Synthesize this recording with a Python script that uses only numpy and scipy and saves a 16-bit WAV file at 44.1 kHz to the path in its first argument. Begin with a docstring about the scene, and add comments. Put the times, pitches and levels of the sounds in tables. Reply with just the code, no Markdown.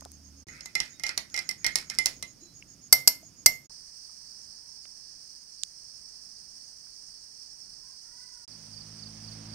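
"""In a small dim kitchen the last water drips into coffee, a steel spoon stirs a ceramic mug and taps its rim
three times while a cricket pulses; a garden then brings dense insects and far roosters, and a yard adds short
falling chirps and a nearing motorbike. Brief silences part the four passages. Contacts are noise bursts plus
decaying modes, sliding is flickering resonant noise and irregular clicks, insects are pulsed bands of noise,
and the calls and exhaust are sums of sines; the hardest taps overload the phone."""
import sys
import numpy as np
from scipy import signal
from scipy.fft import rfft, irfft, next_fast_len
from scipy.io import wavfile

SR = 44100
rng = np.random.default_rng(int(sys.argv[2]) if len(sys.argv) > 2 else 0)


def to_wav(s):
    """Save 16-bit WAV."""
    ch = np.atleast_2d(s).T  # columns
    pcm = np.round(np.clip(ch, -1, 1) * 32767)  # PCM
    wavfile.write(sys.argv[1], SR, pcm.astype(np.int16))


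N = 420713
TIME = np.arange(N) / SR

# passages (start [s], end [s])
POURING, STIRRING, GARDEN, YARD = (-.01, .447), (.469, 3.675), (3.696, 8.460), (8.478, 9.6)
# spectrum of the insect chorus (frequency [Hz], left relative level [dB], right relative level [dB])
CHORUS = [(2940, -31, -26), (3884, -31.5, -28), (4400, -14.5, -5), (4920, -10.5, 2), (5550, -15, 3.5),
          (5964, -16, -0.5), (6464, -17.5, -9.5), (7270, -30.5, -24), (7810, -19, -21.5),
          (8580, -6.5, -12.5), (9430, -15.5, -19.5), (9960, -32, -25.5), (11570, -31, -33),
          (15820, -35, -26.5)]


def undb(db):
    """Amplitude gain is ten to the power of decibels over twenty."""
    return 10 ** (np.asarray(db) / 20)


def unit(x):
    """Normalisation: equal mean power, with rms 1."""
    return x / np.sqrt(np.mean(x ** 2))


def curve(rows, axis=1):
    """Linear interpolation in time of one column of a table."""
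    return np.interp(TIME, np.array(rows)[:, 0], np.array(rows)[:, axis])


def pan(db):
    """Interaural level difference: gains for left minus right in dB."""
    return undb(np.array([[db], [-db]]) / 2)


def fade(t, t60):
    """Exponential decay: the level falls 60 dB in t60 seconds."""
    return np.exp(-np.log(1000) * t / t60)


def swell(start_s, length_s):
    """Half-sine envelope: a sound that comes and goes."""
    return np.sin(np.pi * np.clip((TIME - start_s) / length_s, 0, 1))


def add(out, s, x):
    """Superposition: mix a short sound in at time s."""
    i = int(s * SR)
    out[:, i:i + x.shape[-1]] += x[..., :max(N - i, 0)]


def colour(x, points):
    """Spectral shaping by (Hz, dB) or (Hz, left dB, right dB) points, keeping the power of white noise."""
    f = np.fft.rfftfreq(x.shape[-1], 1 / SR) + 1
    hz, *ears = np.transpose(points)
    gain = undb([np.interp(np.log(f), np.log(hz), db) for db in ears])
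    return irfft(rfft(x) * unit(gain), x.shape[-1])


def noise(points, alike=0.):
    """Partial coherence: coloured stereo noise with the share 'alike' of its power common to both sides."""
    left, right, both = rng.standard_normal((3, next_fast_len(N, True)))
    alike = np.clip(alike, 0, 1)
    mixed = np.sqrt(1 - alike) * np.array([left, right]) + np.sqrt(alike) * both
    return colour(mixed, points)[:, :N]


def band(hz, width_hz, size=N):
    """Resonance: a band-pass selects one region of stereo white noise."""
    edges = np.clip([hz - width_hz / 2, hz + width_hz / 2], 20, SR / 2 - 100)
    sos = signal.butter(3, edges, "band", fs=SR, output="sos")
    return unit(signal.sosfilt(sos, rng.standard_normal((2, size))))


def walk(rate):
    """Random modulation: 'rate' random values a second joined by straight lines, rms 1."""
    steps = rng.standard_normal(4096)
    return unit(np.interp(TIME * rate, np.arange(len(steps)), steps))


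def passage(span):
    """Gating: sound starts at once and ends in a 16 ms fade."""
    return (TIME >= span[0]) * np.clip((span[1] - TIME) / 0.016, 0, 1) ** 2


def spoon():
    """Impact and friction: damped knocks with a gritty drag between them, then three hard taps that ring freely."""
    # blows on the inner wall in order of time, and taps on the rim
    # (time [s], level [dB], mug ring [dB], treble [dB])
    stir_blows = [(.4846, -34.5, 6.5, -4.5), (.6074, -30, -13, -23), (.6582, -28, -5, 4),
                  (.753, -14.5, 5, 1), (.8024, -13, -2.5, -10), (.997, -33, 1.5, 2), (1.0364, -18, 6, -5.5),
                  (1.0658, -19, -1, -13), (1.0923, -20.5, 1, -13), (1.1766, -15, -5, 4.5),
                  (1.3427, -21, 3.5, -6), (1.3636, -23, -7, 3), (1.376, -20.5, 3, -15),
                  (1.3906, -20, -10, -1.5), (1.4909, -30, 12, 17.5), (1.5113, -23.5, -7.5, -3),
                  (1.6445, -13.5, 4.5, -6), (1.665, -11.5, -2.5, 0), (1.7567, -13, -2, 7),
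                  (1.8994, -20, -4.5, -6), (1.9867, -14.5, 5.5, 6.5), (2.0586, -12.5, -6.5, 7),
                  (2.068, -21.5, -15, 0), (2.2262, -20, -3.5, 2)]
    rim_taps = [(2.9256, -0.5, -6.5, 1), (3.0751, -4.5, -14.5, 1), (3.4603, -2.5, -4.5, 0)]
    # spectrum of the contact crack (frequency [Hz], left relative level [dB], right relative level [dB])
    wall_spectrum = [(149.3, -13, -19), (730, -12.5, -8.5), (1990, -12, -12), (3340, -7.5, -6),
                     (3760, -8, -1.5), (5360, 0, 14), (5860, -14.5, 7.5), (6440, -2, -1.5), (7820, -1, -6),
                     (8800, -2, -13.5), (10780, -5, -12), (12600, -29, -14), (13750, -15, -11),
                     (16400, -25.5, -41.5)]
    rim_spectrum = [(99.8, -23.5, -7.5), (689, -11.5, -7), (3003, -14, -11), (3860, -17, -17.5),
                    (4485, 2.5, 11.5), (5500, -19, 6.5), (6010, -22, 10), (7430, 7, -5.5), (9400, 3, -9.5),
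                    (11740, 0, -6.5), (12740, -0.5, -23.5), (13200, -2.5, 0), (14600, -5, -3.5),
                    (16000, -37.5, -23.5)]
    # mug resonances that a dragging spoon wakes (frequency [Hz], width [Hz], relative level [dB])
    drag_bands = [(1450, 350, -3), (1850, 260, -1), (2120, 260, 0), (2450, 300, -4), (5000, 2500, -2)]
    # level of the low swirl of the coffee (time [s], level [dB])
    swirl_levels = [(.47, -50.5), (.8, -89.5), (1.2, -79), (1.7, -67), (2.2, -58.5), (2.5, -75), (2.8, -88)]

    stirs = clinks(stir_blows, wall_spectrum, False, crack_db=-.5, crack_t60=.014, bounce_db=-12,
                   ring_length=.44, detune=.02, scatter_db=2.5)
    taps = clinks(rim_taps, rim_spectrum, True, crack_db=0.5, crack_t60=0.018, bounce_db=0.5)

    # as the contact travels round the wall, now one resonance leads, now another
    wander_db, flicker_db = 4, 3.5
    drag = unit(sum(band(hz, width) * undb(db + wander_db * walk(24.72)) for hz, width, db in drag_bands))
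    drag_gain, chatter_gain = sliding()
    drag = drag * drag_gain * undb(flicker_db * walk(150)) * pan(-6)
    # irregular clicks of chatter join the drag, each slide with its own level
    chatter = grit(wall_spectrum, rate_hz=530) * chatter_gain

    swirl_spectrum = [(25, -12.0), (60, -1.5), (250, -6.5), (600, -21.0), (2000, -44.0)]
    swirl = noise(swirl_spectrum, alike=0.95) * undb(curve(swirl_levels) + 2.1 * walk(21)) * pan(-0.42)

    stirring = room(stirs + drag + chatter, wet_db=-8.0, t60=0.21, delay_s=0.0032, treble_db=-6)
    return stirring + swirl + room(taps, wet_db=-16, t60=0.26, delay_s=0.0046, treble_db=-2)


def clinks(blows, crack_points, on_rim, crack_db, crack_t60, bounce_db, ring_length=1, detune=0, scatter_db=0):
    """Modal synthesis: each contact cracks, bounces once and leaves the modes of the solids ringing."""
    # ringing modes of mug, spoon and table
    # (frequency [Hz], free t60 [s], level for wall [dB], level for rim [dB], left minus right [dB])
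    mug_spoon_modes = [(1944, .12, -16, -42, -6), (2087, .22, -17, -15, -18), (2406, .13, -27, -50, -12),
                       (4520, .03, -28, -8, -4), (4840, .045, -20, -9, -8), (5465, .16, -20, -23, -12),
                       (5890, .13, -25, -23, -10), (7900, .06, -28, -22, 7), (11422, .12, -38, -12, 5),
                       (13300, .07, -42, -22, 0), (14473, .06, -36, -18, 0)]
    more_mug_spoon_modes = [(752, 0.078, -25, -23.5, 4.5), (1350, 0.092, -26.5, -57.5, 0.5),
                            (2180, 0.25, -43.5, -27, -6), (2980, 0.18, -32, -54, -8),
                            (4147, 0.096, -20, -30, -9.5), (5100, 0.036, -15, -46, -0.5),
                            (10120, 0.027, -30.5, -18.5, 4)]
    table_modes = [(136, 0.53, -53, -42, 5), (595, .15, -52, -45.5, 5.5), (638, 0.14, -44, -32, -4),
                   (840, 0.11, -28.5, -38.5, -9)]
    out, t = np.zeros((2, N)), np.arange(2 ** 14) / SR
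    high_pass = signal.butter(1, 8000, "high", fs=SR, output="sos")
    for s, db, ring_db, treble_db in blows:
        for after_s, contact_db in [(0, crack_db), (.003, bounce_db)]:
            burst = crack(crack_points, crack_t60, len(t))
            treble = signal.sosfilt(high_pass, burst)
            add(out, s + after_s, undb(db + contact_db) * (burst + (undb(treble_db) - 1) * treble))
        for hz, t60, wall_db, rim_db, pan_db in mug_spoon_modes + more_mug_spoon_modes + table_modes:
            # low modes depend on where the mug is struck; the highest need a hard contact
            mode_db = (rim_db if on_rim else wall_db) + ring_db * (hz < 3000) + treble_db * (hz > 7000)
            mode_db += scatter_db * rng.standard_normal()
            # sloshing coffee and the grip on the spoon shift each mode from blow to blow
            mode_hz = hz * (1 + detune * rng.standard_normal())
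            phase = 2 * np.pi * (mode_hz * t + rng.random((2, 1)) / 2)
            build_up = 1 - np.exp(-t * hz / 4)
            ring = np.sin(phase) * fade(t, t60 * ring_length) * build_up
            add(out, s, undb(db + mode_db) * pan(pan_db) * ring)
    return out


def crack(points, t60, size):
    """Broadband impulse: a burst of noise that dies in milliseconds, with the colour of the contact."""
    lead = size // 8  # silence ahead of the burst keeps the filter from wrapping round
    burst = rng.standard_normal((2, size)) * fade(np.arange(size) / SR, t60)
    return colour(np.pad(burst, ((0, 0), (lead, 0))), points)[:, lead:]


def sliding():
    """Contact pressure: gains of drag and chatter as each slide bites quickly, holds and lets go."""
    # after a knock the spoon slides along the wall (start [s], hold [s], drag [dB], chatter [dB])
    wall_slides = [(0.503, 0.06, -51.5, -56), (.81, 0.055, -54.5, -52), (1.064, 0.02, -42.5, -44),
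                   (1.366, 0.021, -45, -45), (1.668, 0.0083, -43, -45), (1.771, .01, -49, -35),
                   (1.901, 0.027, -55, -44), (2.081, .012, -54, -46)]
    attack_s, t60_s = .012, 0.18
    # between slides the spoon keeps brushing the mug until it is lifted
    light_drag_db, lift_s = -67.5, 2.2
    drag = undb(light_drag_db) * np.clip((lift_s - TIME) / t60_s, 0, 1)
    chatter = 0
    for s, hold_s, drag_db, chatter_db in wall_slides:
        bite = np.clip((TIME - s) / attack_s + 1, 0, 1) ** 2
        press = bite * fade(np.maximum(TIME - s - hold_s, 0), t60_s)
        drag = drag + undb(drag_db) * press
        chatter = chatter + undb(chatter_db) * press
    return drag, chatter


def grit(points, rate_hz):
    """Stick and slip: irregular tiny clicks of uneven size."""
    slips = (rng.random(N) < rate_hz / SR) * rng.standard_normal(N)
    padded = np.pad([slips, slips], ((0, 0), (0, next_fast_len(N, True) - N)))
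    return unit(colour(padded, points)[:, :N])


def room(x, wet_db, t60, delay_s, treble_db):
    """Reverberation of a small hard room: a diffuse tail that builds up within milliseconds."""
    t = np.arange(2 ** 15) / SR
    tail = rng.standard_normal((2, len(t))) * fade(t, t60) * (1 - np.exp(-(t / delay_s) ** 2))
    spectrum = [(300, 7), (1300, 2.5), (2100, 2), (3200, 2.5), (6000, -8), (12000, treble_db)]
    tail = colour(unit(tail), spectrum) / np.sqrt(len(t))
    return x + undb(wet_db) * signal.fftconvolve(x, tail, axes=1)[:, :N]


def drops_and_ticks():
    """Bubble resonance and damped noise: drops ring with rising pitch; ticks die in about two dozen cycles."""
    # drips and plops of the coffee (time [s], starting pitch [Hz], level [dB])
    drop_rows = [(.009, 1900, -54), (0.05, 1390, -48), (.058, 706, -46.5), (2.423, 328, -50),
                 (2.458, 328, -55), (3.23, 646, -49)]
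    # splashes and ticks of handling (time [s], centre [Hz], width [Hz], level [dB], left minus right [dB])
    tick_rows = [(.009, 7100, 7500, -28, 0), (0.02, 925, 935, -42.5, -8), (.051, 7450, 7500, -28.5, 3),
                 (.056, 690, 690, -41.5, -9), (0.118, 8940, 8000, -32, 1), (1.3005, 6000, 6000, -37, 0),
                 (2.6242, 2430, 600, -33.5, -4), (3.703, 760, 760, -51, -7), (4.095, 1090, 700, -53, -10),
                 (4.854, 1950, 3060, -49.5, -16), (5.635, 5900, 4430, -19.5, -20),
                 (6.869, 1620, 800, -53, -6.5)]
    out, t = np.zeros((2, N)), np.arange(4096) / SR
    for s, hz, db in drop_rows:
        bubble = np.sin(2 * np.pi * hz * t * (1 + 1.4 * t)) * fade(t, 30 / hz)
        add(out, s, undb(db) * bubble)
    for s, hz, width_hz, db, pan_db in tick_rows:
        settled = band(hz, width_hz, size=8192)[:, -len(t):]  # past the filter's onset
        tick = settled * fade(t, 24 / hz) * (1 - np.exp(-t * hz))
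        add(out, s, undb(db) * pan(pan_db) * tick)
    return out


def motorbike():
    """Harmonic series of the firing rate: far exhaust grows as it nears, road noise rises more slowly."""
    # approach (time [s], mean firing rate [Hz], exhaust level [dB])
    approach = [(8.48, 53.1, -60), (8.7, 53, -57), (8.9, 54.07, -53.5), (9.2, 53.8, -50.5),
                (9.54, 54.8, -44.5)]
    # exhaust harmonics (multiple of firing rate [1], relative level [dB])
    orders = [(1, -8), (2, 1), (3, -0.5), (4, -2), (5, -10), (6, -13)]
    # road spectrum (frequency [Hz], relative level [dB per Hz])
    road_spectrum = [(18, -43), (30, -24), (75, -20), (103, -4), (186, -11.5), (214, -9), (355, -18),
                     (481, -17), (3800, -25.5), (4940, -15), (8360, -120)]
    turns = np.cumsum(curve(approach) * (1 + 0.0048 * walk(25))) / SR
    db = curve(approach, axis=2)
    exhaust = sum(undb(order_db + 1.5 * walk(10)) * np.sin(2 * np.pi * (round(k) * turns + rng.random()))
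                  for k, order_db in orders)
    road = noise(road_spectrum, alike=0.36) * pan(-6) * undb(0.58 * db - 27.0)
    return unit(exhaust) * undb(db) * pan(-2.5) + road


def chirps():
    """Frequency glide: a small caller slides quickly down, in threes, about four groups a second."""
    # groups of chirps (start [s], level [dB])
    groups = [(8.469, -55.5), (8.724, -50.5), (8.98, -50.5), (9.234, -52), (9.484, -53.5)]
    # first, second and third chirp of a group (relative level [dB])
    accents_db = [-1.5, 2, 0.5]
    length_s, gap_s = 0.0291, .0367
    out, t = np.zeros((2, N)), np.linspace(0, 1, int(length_s * SR))
    for s, db in groups:
        for k, accent_db in enumerate(accents_db):
            hz = 5100 + (4330 - 5100) * t + 40 * rng.standard_normal()
            call = np.sin(np.pi * t) * np.sin(2 * np.pi * np.cumsum(hz) / SR)
            add(out, s + k * gap_s, undb(db + accent_db) * pan(-25) * call)
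    return out


def roosters():
    """Harmonic partials on an arched pitch, each blurred by the trees; only harmonics two to four carry."""
    # far calls (start [s], length [s], nominal pitch [Hz], level [dB], step from partial to partial [dB])
    crows = [(4.522, 0.3, 462, -74.5, -18.5), (6.95, 0.67, 446, -81, -28), (7.831, 0.148, 525, -69, -8),
             (8.03, 0.47, 490, -72, 1)]
    out = np.zeros((2, N))
    for s, length, hz, db, step_db in crows:
        arch = np.sin(np.linspace(0, np.pi, int(length * SR)))
        phase = 2 * np.pi * np.cumsum(hz * (.92 + .1 * arch)) / SR
        partials = 0
        for k in range(3):
            blur = .6 + .7 * walk(110)[:len(arch)]
            partials = partials + undb(step_db * k) * np.sin((k + 2) * phase) * blur
        add(out, s, undb(db) * pan(-10.5) * np.sqrt(arch) * partials)
    return out


def insects():
    """Amplitude-modulated noise: a fluttering wide chorus, waves of lower crickets and two nearer callers."""
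    # bouts of a clear-toned cricket (start [s], length [s], level [dB])
    clear_bouts = [(4.21, 1, -57.5), (5.7, .7, -57), (7.1, 1, -56.5)]
    chorus = noise(CHORUS) * undb(-48.5 + 0.67 * walk(35) + 0.55 * walk(250))
    # lower-voiced crickets call in even waves
    first_s, period_s, wave_db, flutter_db = 3.89, .263, -58, 1.5
    waves = np.abs(np.sin(np.pi * (TIME - first_s) / period_s))
    low = band(4840, 740) * pan(-11) * waves * undb(wave_db + flutter_db * walk(74)) * passage(GARDEN)
    pulse_hz = 10.3
    bouts = sum(undb(db) * swell(s, length) for s, length, db in clear_bouts)
    clear = band(5350, 150) * pan(-21) * bouts * np.sin(np.pi * pulse_hz * TIME) ** 2
    return chorus + low + clear + cricket(6520, first_s=3.0, period_s=.139, db=-64.5)


def cricket(hz, first_s, period_s, db):
    """Periodic stridulation: even rasps of narrow-band noise, one in each period."""
    cycle = (TIME - first_s) / period_s % 1
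    burst = np.sin(np.pi * np.minimum(cycle / .62, 1)) ** 2
    return undb(db) * np.sqrt(burst) * band(hz, 330) * pan(-9.5)


def whistles():
    """Phase modulation: two short, slightly wavering, far-off whistles."""
    # faint thin tones (start [s], length [s], frequency [Hz], level [dB])
    thin_tones = [(0.922, 0.071, 3770, -64), (2.386, 0.17, 4060, -63.5)]
    out = np.zeros((2, N))
    for s, length, hz, db in thin_tones:
        t = np.arange(int(length * SR)) / SR
        tone = np.sin(np.pi * t / length) * np.sin(2 * np.pi * hz * t + walk(120)[:len(t)])
        add(out, s, undb(db) * pan(-15) * tone)
    return out


def kitchen():
    """Ambient superposition: room tone, insects through the wall, a cricket, and a hum during the pour."""
    # room tone (frequency [Hz], relative level [dB per Hz])
    tone_spectrum = [(18, -48), (30, -10.5), (131, -5), (295, -8), (461, -22), (554, -20), (702, -22.5),
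                     (759, -24.5), (4410, -31), (6540, -19), (7860, -35), (12600, -33), (16000, -43)]
    # hum (frequency [Hz], level [dB])
    hum_lines = [(75.4, -56), (194, -68), (231.5, -80), (269, -65.5)]
    tone = undb(-60) * noise(tone_spectrum, alike=0.63) * pan(-3.5) + undb(-59.0) * noise(CHORUS)
    hum = sum(undb(db) * np.sqrt(2) * np.sin(2 * np.pi * (hz * TIME + 0.065 * walk(7.6)))
              for hz, db in hum_lines)
    pouring = tone + hum * pan(-2.5) + cricket(6460, first_s=-0.022, period_s=0.126, db=-57)
    stirring = tone + whistles() + cricket(6620, first_s=0.469, period_s=.1376, db=-53.5)
    return pouring * passage(POURING) + stirring * passage(STIRRING)


def open_air():
    """Broadband noise, mostly low and coherent between the sides, wandering gently in level."""
    # spectrum of the air (frequency [Hz], relative level [dB per Hz])
    air_spectrum = [(15, -62), (25, 8), (43, 3), (217, -3), (566, -14), (913, -11.5), (1300, -18),
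                    (1810, -11), (3600, -52), (4680, -85), (7920, -120)]
    return undb(-68.5) * noise(air_spectrum, alike=0.77) * pan(-4.0) * undb(walk(6.4))


def scene():
    """Superposition of gated sources: kitchen, garden and yard in turn."""
    outdoors = insects() + open_air()
    garden = (outdoors + roosters()) * passage(GARDEN)
    yard = (outdoors + chirps() + motorbike()) * passage(YARD)
    return kitchen() + spoon() * passage(STIRRING) + drops_and_ticks() + garden + yard


def record(dry):
    """Hard clipping and band limiting: the phone overloads on the hardest taps and cuts the top."""
    top_hz = 15700
    clipped = np.clip(dry, -.9, .9)
    return signal.sosfilt(signal.ellip(8, .2, 70, top_hz, fs=SR, output="sos"), clipped)


dry = scene()
out = record(dry)
to_wav(out)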